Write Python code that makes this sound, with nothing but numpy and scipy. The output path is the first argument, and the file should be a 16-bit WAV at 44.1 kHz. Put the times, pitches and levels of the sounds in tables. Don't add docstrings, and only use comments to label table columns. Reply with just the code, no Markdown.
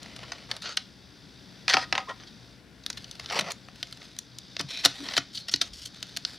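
import sys
import numpy as np
from scipy import signal
from scipy.fft import rfft, irfft
from scipy.io import wavfile

SR = 44100
rng = np.random.default_rng(int(sys.argv[2]) if len(sys.argv) > 2 else 0)


def to_wav(sig):
    pcm = np.clip(np.atleast_2d(sig), -1, 1) * 32767
    pcm = np.round(pcm).astype(np.int16)
    wavfile.write(sys.argv[1], SR, pcm.T)


N = 281358
TIME_S = np.arange(N) / SR
BIN_HZ = np.arange(N // 2 + 1) * SR / N
SIDES = np.array([[1], [-1]])


def from_db(db):
    return 10 ** (np.asarray(db) / 20)


def rms_one(x):
    return x / np.sqrt(np.mean(x ** 2) + 1e-20)


def spectrum(points):
    hz, values = np.transpose(points)
    return np.interp(np.log(BIN_HZ + 1), np.log(hz), values)


def band(x, low_hz, high_hz, order):
    return signal.sosfilt(signal.butter(order, [low_hz, high_hz], "band", fs=SR, output="sos"), x + 1e-18)


def resonate(x, hz, width_hz):
    radius = np.exp(-np.pi * width_hz / SR)
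    feedback = [1, -2 * radius * np.cos(2 * np.pi * hz / SR), radius ** 2]
    return signal.lfilter(np.array([1, 0, -1]) * (1 - radius ** 2) / 2, feedback, x + 1e-18)


def add(out, start_s, sound):
    i = max(0, round(start_s * SR))
    out[i:i + len(sound)] += sound[:max(0, N - i)]


# frequency_hz, density_db
NOISE_FLOOR = [(18, -51), (30, -23), (184, -5), (473, -14), (740, -18), (1280, -22.5), (1390, -17),
               (5900, -27.5), (6550, -35.5), (11000, -36), (16000, -49)]
# pitch_hz, width_hz, level_db
CAMERA_BANDS = [(53, 32, -62.5), (122.9, 6.3, -61.5), (183.6, 37, -61), (283, 30, -64), (1450, 1200, -70),
                (3580, 380, -60.5), (4740, 630, -59), (5920, 64, -72)]
# time_s, room_gain_db, whir_gain_db
BACKGROUND_SWELL = [(0, 3, 0), (.75, 0, 2), (.95, -1, -2.5), (1.85, 3, 1.5), (2.53, 0.5, -1.5),
                    (2.64, -.5, -11), (2.83, 0, -6), (2.95, 2.5, -2), (4.25, -2, -2), (4.52, 0, 4),
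                    (5.8, -1.5, 0.5), (6.38, 1, 3.5)]

def background(floor_db=-56, stereo_width=0.33, left_db=1.6, throb_hz=59.8, throb_depth=0.29):
    white = rng.standard_normal((2, N))
    mid, side = rms_one(irfft(rfft(white) * from_db(spectrum(NOISE_FLOOR)), N))
    hum, whir = 0, 0
    for hz, width_hz, db in CAMERA_BANDS:
        narrow = resonate(rng.standard_normal(N), hz, 2 * width_hz)
        tone = from_db(db) * rms_one(resonate(narrow, hz, 2 * width_hz))
        if hz < 1000:
            hum += tone
        else:
            whir += tone
    whir *= 1 + throb_depth * np.sin(2 * np.pi * throb_hz * TIME_S)
    air = from_db(floor_db) * (mid + stereo_width * side * SIDES) + hum
    times, room_db, whir_db = np.transpose(BACKGROUND_SWELL)
    air *= from_db(np.interp(TIME_S, times, room_db) + left_db * SIDES)
    return air + whir * from_db(np.interp(TIME_S, times, whir_db))


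# pitch_hz, width_hz, gain_db
SHELL_MODES = [(696, 38, -5.5), (1455, 100, -1.5), (1790, 560, -2), (2580, 200, -18), (2990, 235, -5.5),
               (3626, 190, -5.5), (4164, 490, -0.5), (4950, 480, -7), (5846, 120, 4.5), (6600, 260, -4.5),
               (8930, 610, -15)]
# low_hz, high_hz
SHELL_REGISTERS = [(500, 1164), (1300, 2680), (3100, 5370), (6500, 11200)]

def shell(force, level_db, hollow_db, body_db, edge_db, direct, detune, spread_db):
    rung = direct * force
    for hz, width_hz, db in SHELL_MODES:
        bend, weight = rng.standard_normal(2)
        rung += from_db(db + spread_db * weight) * resonate(force, hz * (1 + detune * bend), width_hz)
    out = 0
    orders = [2, 3, 3, 2]
    for (low_hz, high_hz), db, order in zip(SHELL_REGISTERS, [hollow_db, body_db, 0, edge_db], orders):
        register = band(rung, low_hz, high_hz, order)
        out += from_db(level_db + db) * register / np.sqrt(np.sum(register ** 2))
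    return out


# start_s, end_s, level_db, hollow_db, edge_db
SLIDES = [(0, 0.468, -53.5, -4, -15), (0.486, 0.574, -49.5, 1, -11), (0.621, 0.738, -41.5, -10, -13.5),
          (0.651, 0.714, -38, -12, -30), (0.771, 0.833, -61, -28, -13), (1.686, 1.754, -28, -14, -14.5),
          (1.774, 1.847, -38.5, -7.5, -15.5), (1.934, 2.022, -46.5, 1, -16), (2.084, 2.115, -46, 6, -12.5),
          (2.198, 2.219, -50.5, -5, -28), (2.27, 2.285, -45.5, -28, -21), (2.979, 3.214, -56, -16, -13),
          (3.191, 3.306, -47.5, -9, -15.5), (3.301, 3.428, -40, 2, -16), (3.317, 3.396, -35, 0.5, -13),
          (3.438, 3.518, -44.5, 5, -15), (3.733, 4.18, -56, -13, -11), (4.682, 4.863, -40.5, -14.5, -13),
          (4.845, 4.862, -31.5, 2, -3), (4.869, 4.933, -44, -11, -22), (4.931, 5.192, -44, -11.5, -13),
          (5.029, 5.17, -43.5, -7, -16), (5.326, 5.422, -47, -31, -10.5), (5.345, 5.38, -37.5, -39, -12.5),
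          (5.513, 5.545, -40, -20, -4), (5.613, 5.69, -50.5, -10, -7.5), (5.728, 5.85, -45.5, -30, -9),
          (5.849, 5.875, -38.5, -32, -6.5), (5.926, 6.16, -53, -16, -13), (6.258, 6.361, -47.5, -12, -11.5)]

def slides(slips_per_s=2200, size_db=2.5, grip_db=3, rise_share=0.062, fall_s=0.029, gain_db=-1.4):
    out = np.zeros(N)
    for start_s, end_s, db, hollow_db, edge_db in SLIDES:
        length_s = end_s - start_s
        t = np.arange(int((length_s + 2 * fall_s) * SR)) / SR
        slips = (rng.random(len(t)) < slips_per_s / SR) * rng.choice([-1, 1], len(t))
        sizes = from_db(size_db * np.minimum(rng.exponential(1, len(t)), 4))
        grip = np.interp(t * 110, np.arange(100), rng.standard_normal(100))
        rise = np.clip(t / (rise_share * length_s), 0, 1)
        fall = np.clip((length_s - t) / fall_s + 0.5, 0, 1)
        force = slips * sizes * rise * fall * from_db(grip_db * grip)
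        force = band(force, 86, 7200, order=1)
        body_db = 1.5 + 0.56 * hollow_db
        rub = shell(force, db, hollow_db, body_db, edge_db, direct=0.38, detune=0.072, spread_db=3)
        add(out, start_s, rub * np.sqrt(length_s * SR))
    return from_db(gain_db) * out


def cracks(rows, flutter, creep_share, echo, echo_s, direct, body_db=3, body_follows=0.63):
    out, jump = np.zeros(N), SR // 128
    t = (np.arange(SR // 16) - jump) / SR
    for start_s, db, hollow_db, edge_db, t60_s in rows:
        fade = np.where(t < 0, -t / creep_share, t) / t60_s
        force = flutter * rng.standard_normal(len(t)) * from_db(-60 * fade)
        force[jump] += 1
        lag = int(echo_s * SR * rng.uniform(0.575, 1.3)) + 1
        force[lag:] += echo * force[:-lag]
        full_body_db = body_db + body_follows * hollow_db
        crack = shell(force, db, hollow_db, full_body_db, edge_db, direct, detune=0.029, spread_db=2.5)
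        add(out, start_s + t[0], crack * np.sqrt(SR / 100))
    return out


# start_s, level_db, hollow_db, edge_db, t60_s
PLASTIC_SNAPS = [(0.031, -45.5, -36, -6, 0.017), (0.1631, -44, -13, -9, 0.028),
                 (0.2325, -46.5, 1.5, -15, 0.051), (0.3198, -35.5, -4, -13.5, 0.02),
                 (0.514, -28, -16, -17.5, 0.015), (0.566, -41, -29, -9, 0.014),
                 (0.6218, -39, -17, -12, 0.041), (0.771, -31.5, -16, -5, 0.018),
                 (2.2354, -51.5, -8, -26, .014), (2.8372, -51, -31, -17, 0.02),
                 (2.8634, -30.5, -24, -12, 0.0047), (2.9018, -33, -15, -6.5, 0.018),
                 (2.9293, -43.5, -28, -13, 0.0072), (2.9741, -37.5, -15, -13.5, 0.043),
                 (3.0438, -43, -37, -15, 0.014), (3.1125, -41.5, -45, -5.5, .005),
                 (3.1972, -40, -7, -12, 0.017), (3.26, -38.5, -21, -23, 0.0036), (3.3, -35, -9, -21, 0.043),
                 (3.3904, -28, -6, -10, 0.016), (3.3946, -27, -11, -10, .015), (3.4098, -33, -8, -10, .018),
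                 (3.5068, -35.5, -12, -12, 0.061), (3.519, -40.5, -16, 2.5, 0.012),
                 (3.6857, -54.5, 6, -11, 0.0077), (3.829, -31, -17.5, -16, .011),
                 (3.9261, -40, -20, -12, 0.013), (4.018, -49.5, -4, -21, 0.079),
                 (4.1882, -36.5, -27, 0, 0.01), (4.386, -41.5, -30, -3.5, 0.0098),
                 (4.5666, -34, -13, -25, .007), (4.5952, -29.5, -16.5, -15.5, 0.044),
                 (4.6034, -36, -1, -19, 0.036), (4.6112, -35.5, -22, -6.5, 0.0073),
                 (4.842, -31, -10, -16, 0.078), (4.8507, -15, -26, -11.5, 0.016),
                 (4.858, -14.5, -18.5, -11.5, 0.015), (5.0878, -33.5, -11, -33, .03),
                 (5.1376, -35, -7.5, -16, 0.028), (5.1676, -22.5, -13.5, -16, .04),
                 (5.178, -22, -5.5, -14, 0.032), (5.375, -32.5, -33, -26, 0.03),
                 (5.485, -34, -14, -11.5, 0.046), (5.495, -33.5, -25, -25, 0.014),
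                 (5.5391, -18.5, -26, -22.5, 0.013), (5.5608, -35, -26, -10, 0.0051),
                 (5.6146, -21.5, -21.5, -20, 0.027), (5.6168, -26.5, -16, -11, 0.037),
                 (6.0279, -34.5, -19.5, -9, 0.0097), (6.1651, -35.5, -21, -11, 0.008),
                 (6.1712, -31, -17.5, -7, 0.0091), (6.2505, -25.5, -28, -22.5, 0.0065)]

def plastic_snaps(gain_db=0.5):
    snaps = cracks(PLASTIC_SNAPS, flutter=0.15, creep_share=0.36, echo=0.44, echo_s=0.0025, direct=0.32)
    return from_db(gain_db) * snaps


def slide_ticks(ticks_per_s=7.4, tick_db=-46, firm_stroke_db=-40, follows=0.35, spread_db=1.5, t60_s=0.0081):
    rows = []
    for start_s, end_s, db, hollow_db, edge_db in SLIDES:
        times = start_s + np.cumsum(rng.exponential(1, size=8)) / ticks_per_s
        levels_db = tick_db + follows * (db - firm_stroke_db) + spread_db * rng.standard_normal(8)
        rows += [(s, level, hollow_db, edge_db + 1, t60_s) for s, level in zip(times, levels_db) if s < end_s]
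    return cracks(rows, flutter=0.16, creep_share=0.56, echo=1, echo_s=0.0012, direct=0.47)


# start_s, end_s, pitch_hz, level_db
GROANS_AND_RUMBLE = [(0.622, 0.743, 1406, -44), (1.766, 1.85, 5000, -41.5), (2.069, 2.132, 1033, -39),
                     (3.275, 3.54, 180, -46.5), (3.296, 3.522, 618, -47), (4.592, 4.7, 148, -44),
                     (4.676, 4.845, 2450, -45), (4.673, 4.861, 3930, -39.5), (4.976, 5.118, 286, -43),
                     (5.32, 5.477, 4300, -48.5), (5.445, 5.948, 54.5, -55)]

def groans_and_rumble():
    out = np.zeros(N)
    for start_s, end_s, hz, db in GROANS_AND_RUMBLE:
        width_hz = 33 + 0.11 * hz
        swell = np.sqrt(np.hanning(int((end_s - start_s) * SR)))
        narrow = resonate(rng.standard_normal(SR), hz, width_hz)
        tone = resonate(narrow, hz, width_hz)[-len(swell):]
        add(out, start_s, from_db(db) * rms_one(tone) * swell)
    return out


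def strike(times_s, levels_db, modes, spread_db):
    out = np.zeros(N)
    scatter_db = spread_db * rng.standard_normal((len(times_s), len(modes)))
    for k, (hz, db, t60_s) in enumerate(modes):
        blows = np.zeros(N)
        blows[np.round(times_s * SR).astype(int)] = from_db(levels_db + db + scatter_db[:, k])
        radius, angle = from_db(-60 / (t60_s * SR)), 2 * np.pi * hz / SR
        feedback = [1, -2 * radius * np.cos(angle), radius ** 2]
        out += (-1) ** k * signal.lfilter([0, np.sin(angle)], feedback, blows + 1e-18)
    return out


def sympathy(shaking, modes):
    return sum((-1) ** k * from_db(db) * resonate(shaking, hz, np.log(1000) / (np.pi * t60_s))
               for k, (hz, db, t60_s) in enumerate(modes))


# start_s, level_db, hollow_db
LID_KNOCKS = [(0.773, -24, -37), (1.6808, -24, -16), (1.6984, -24, -28), (1.7103, -32, -12),
              (1.7214, -45, -18), (1.7294, -30.5, -12), (1.737, -21.5, -11), (1.7414, -22, -4),
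              (1.7691, -26, 2.5), (1.926, -25.5, -5.5), (1.9527, -32.5, -2), (1.9792, -31, 3)]
# pitch_hz, gain_db, t60_s
LID_RESONANCES = [(536, -4, 0.072), (763, 5.5, 0.11), (966, 3, 0.092), (1060, 0, .1), (1250, -5, 0.29),
                  (1403, 5, 0.029), (1630, -2, 0.015), (1894, 6.5, 0.035), (2990, -37, 0.08),
                  (3280, 3.5, 0.029), (5200, -17, 0.045)]

def lid_clatter(slide, edge_db=-20.5, t60_s=0.022, body_db=4, body_follows=0.26, ring_db=-10, skid_db=7):
    rows = [(*knock, edge_db, t60_s) for knock in LID_KNOCKS]
    knocks = cracks(rows, flutter=0.13, creep_share=0.17, echo=0.32, echo_s=0.0039, direct=0.68,
                    body_db=body_db, body_follows=body_follows)
    times_s, db, hollow_db = np.transpose(LID_KNOCKS)
    full_body_db = body_db + body_follows * hollow_db
    ring = strike(times_s, db + (hollow_db + full_body_db) / 2 + ring_db, LID_RESONANCES, spread_db=3)
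    skidding = (TIME_S > 1.6) & (TIME_S < 2.18)
    return knocks + ring + from_db(skid_db) * sympathy(slide * skidding, LID_RESONANCES)


# start_s, level_db
TRAY_BUMPS = [(1.743, -25), (1.767, -30), (1.928, -31), (3.389, -31.5), (4.598, -26.5), (4.853, -21),
              (5.177, -23), (5.539, -25.5), (5.616, -34)]
# pitch_hz, gain_db, t60_s
TABLE_RESONANCES = [(97, -21.5, 0.27), (135, -22.5, 0.31), (172.6, -17, 0.11), (248, -5, 0.026),
                    (282.5, -9, 0.14), (339, -1, 0.034), (412, -1.5, 0.014)]

def table_thumps(slide, hum_db=6.5):
    times_s, db = np.transpose(TRAY_BUMPS)
    thumps = strike(times_s, db, TABLE_RESONANCES, spread_db=1)
    return thumps + from_db(hum_db) * sympathy(slide, TABLE_RESONANCES)


# start_s, start_pitch_hz
HIGH_SQUEAKS = [(3.585, 8050), (3.635, 7500), (3.83, 7550), (3.925, 7500)]

def squeaks(length_s=0.048, level_db=-71, sag_hz_per_s=4600):
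    out, t = np.zeros(N), np.arange(int(length_s * SR)) / SR
    for start_s, hz in HIGH_SQUEAKS:
        phase = 2 * np.pi * np.cumsum(hz - sag_hz_per_s * t) / SR
        add(out, start_s, from_db(level_db) * np.hanning(len(t)) * np.sin(phase))
    return out


def crispness(x, lid_db, tray_db, tray_from_s=2.5):
    gain = from_db(np.where(TIME_S < tray_from_s, lid_db, tray_db))
    return x + (gain - 1) * band(x, 12800, 14200, order=1)


def room(x, t60_s=0.23, level_db=-18.5, build_s=0.00057, stereo_width=0.17):
    t = np.arange(SR // 2) / SR
    envelope = from_db(-60 * t / t60_s) * np.clip(t / build_s, 0, 1)
    mid, side = band(rng.standard_normal((2, len(t))), 100, 7000, order=1) * envelope
    tail = (mid + stereo_width * side * SIDES) / np.sqrt(np.sum(mid ** 2))
    return from_db(level_db) * signal.fftconvolve(x[None], tail, axes=1)[:, :N]


def scene():
    air = background()
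    slide = slides()
    plastic = plastic_snaps() + slide_ticks() + lid_clatter(slide)
    close = crispness(plastic, lid_db=-17, tray_db=3.5) + crispness(slide, lid_db=-5, tray_db=9.5)
    close += groans_and_rumble() + table_thumps(slide) + squeaks()
    return close + room(close) + air


# frequency_hz, left_minus_right_db
MIC_BALANCE = [(60, 2.5), (130, 2.3), (250, 2), (600, .7), (2000, .7), (4200, .8), (6200, 1.2), (7600, 4.5),
               (9000, 3.5), (11000, -5), (15000, -7)]
# frequency_hz, left_lead_rad
MIC_PHASE = [(60, -.15), (300, -.42), (700, -.22), (2000, -.12), (5500, .14), (6900, .3), (7600, .9),
             (8500, -.9), (11000, -1.3), (12500, -1), (15800, .1)]

def record(dry, low_cut_hz=42, high_cut_hz=16400, ceiling=0.9):
    half = SIDES / 2
    ports = from_db(half * spectrum(MIC_BALANCE)) * np.exp(1j * half * spectrum(MIC_PHASE))
    heard = irfft(rfft(dry) * ports, N)
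    heard = signal.sosfilt(signal.butter(4, low_cut_hz, "high", fs=SR, output="sos"), heard)
    rounded = heard / (1 + (heard / ceiling) ** 4) ** (1 / 4)
    return signal.sosfilt(signal.ellip(12, 0.1, 110, high_cut_hz, fs=SR, output="sos"), rounded)


dry = scene()
out = record(dry)
to_wav(out)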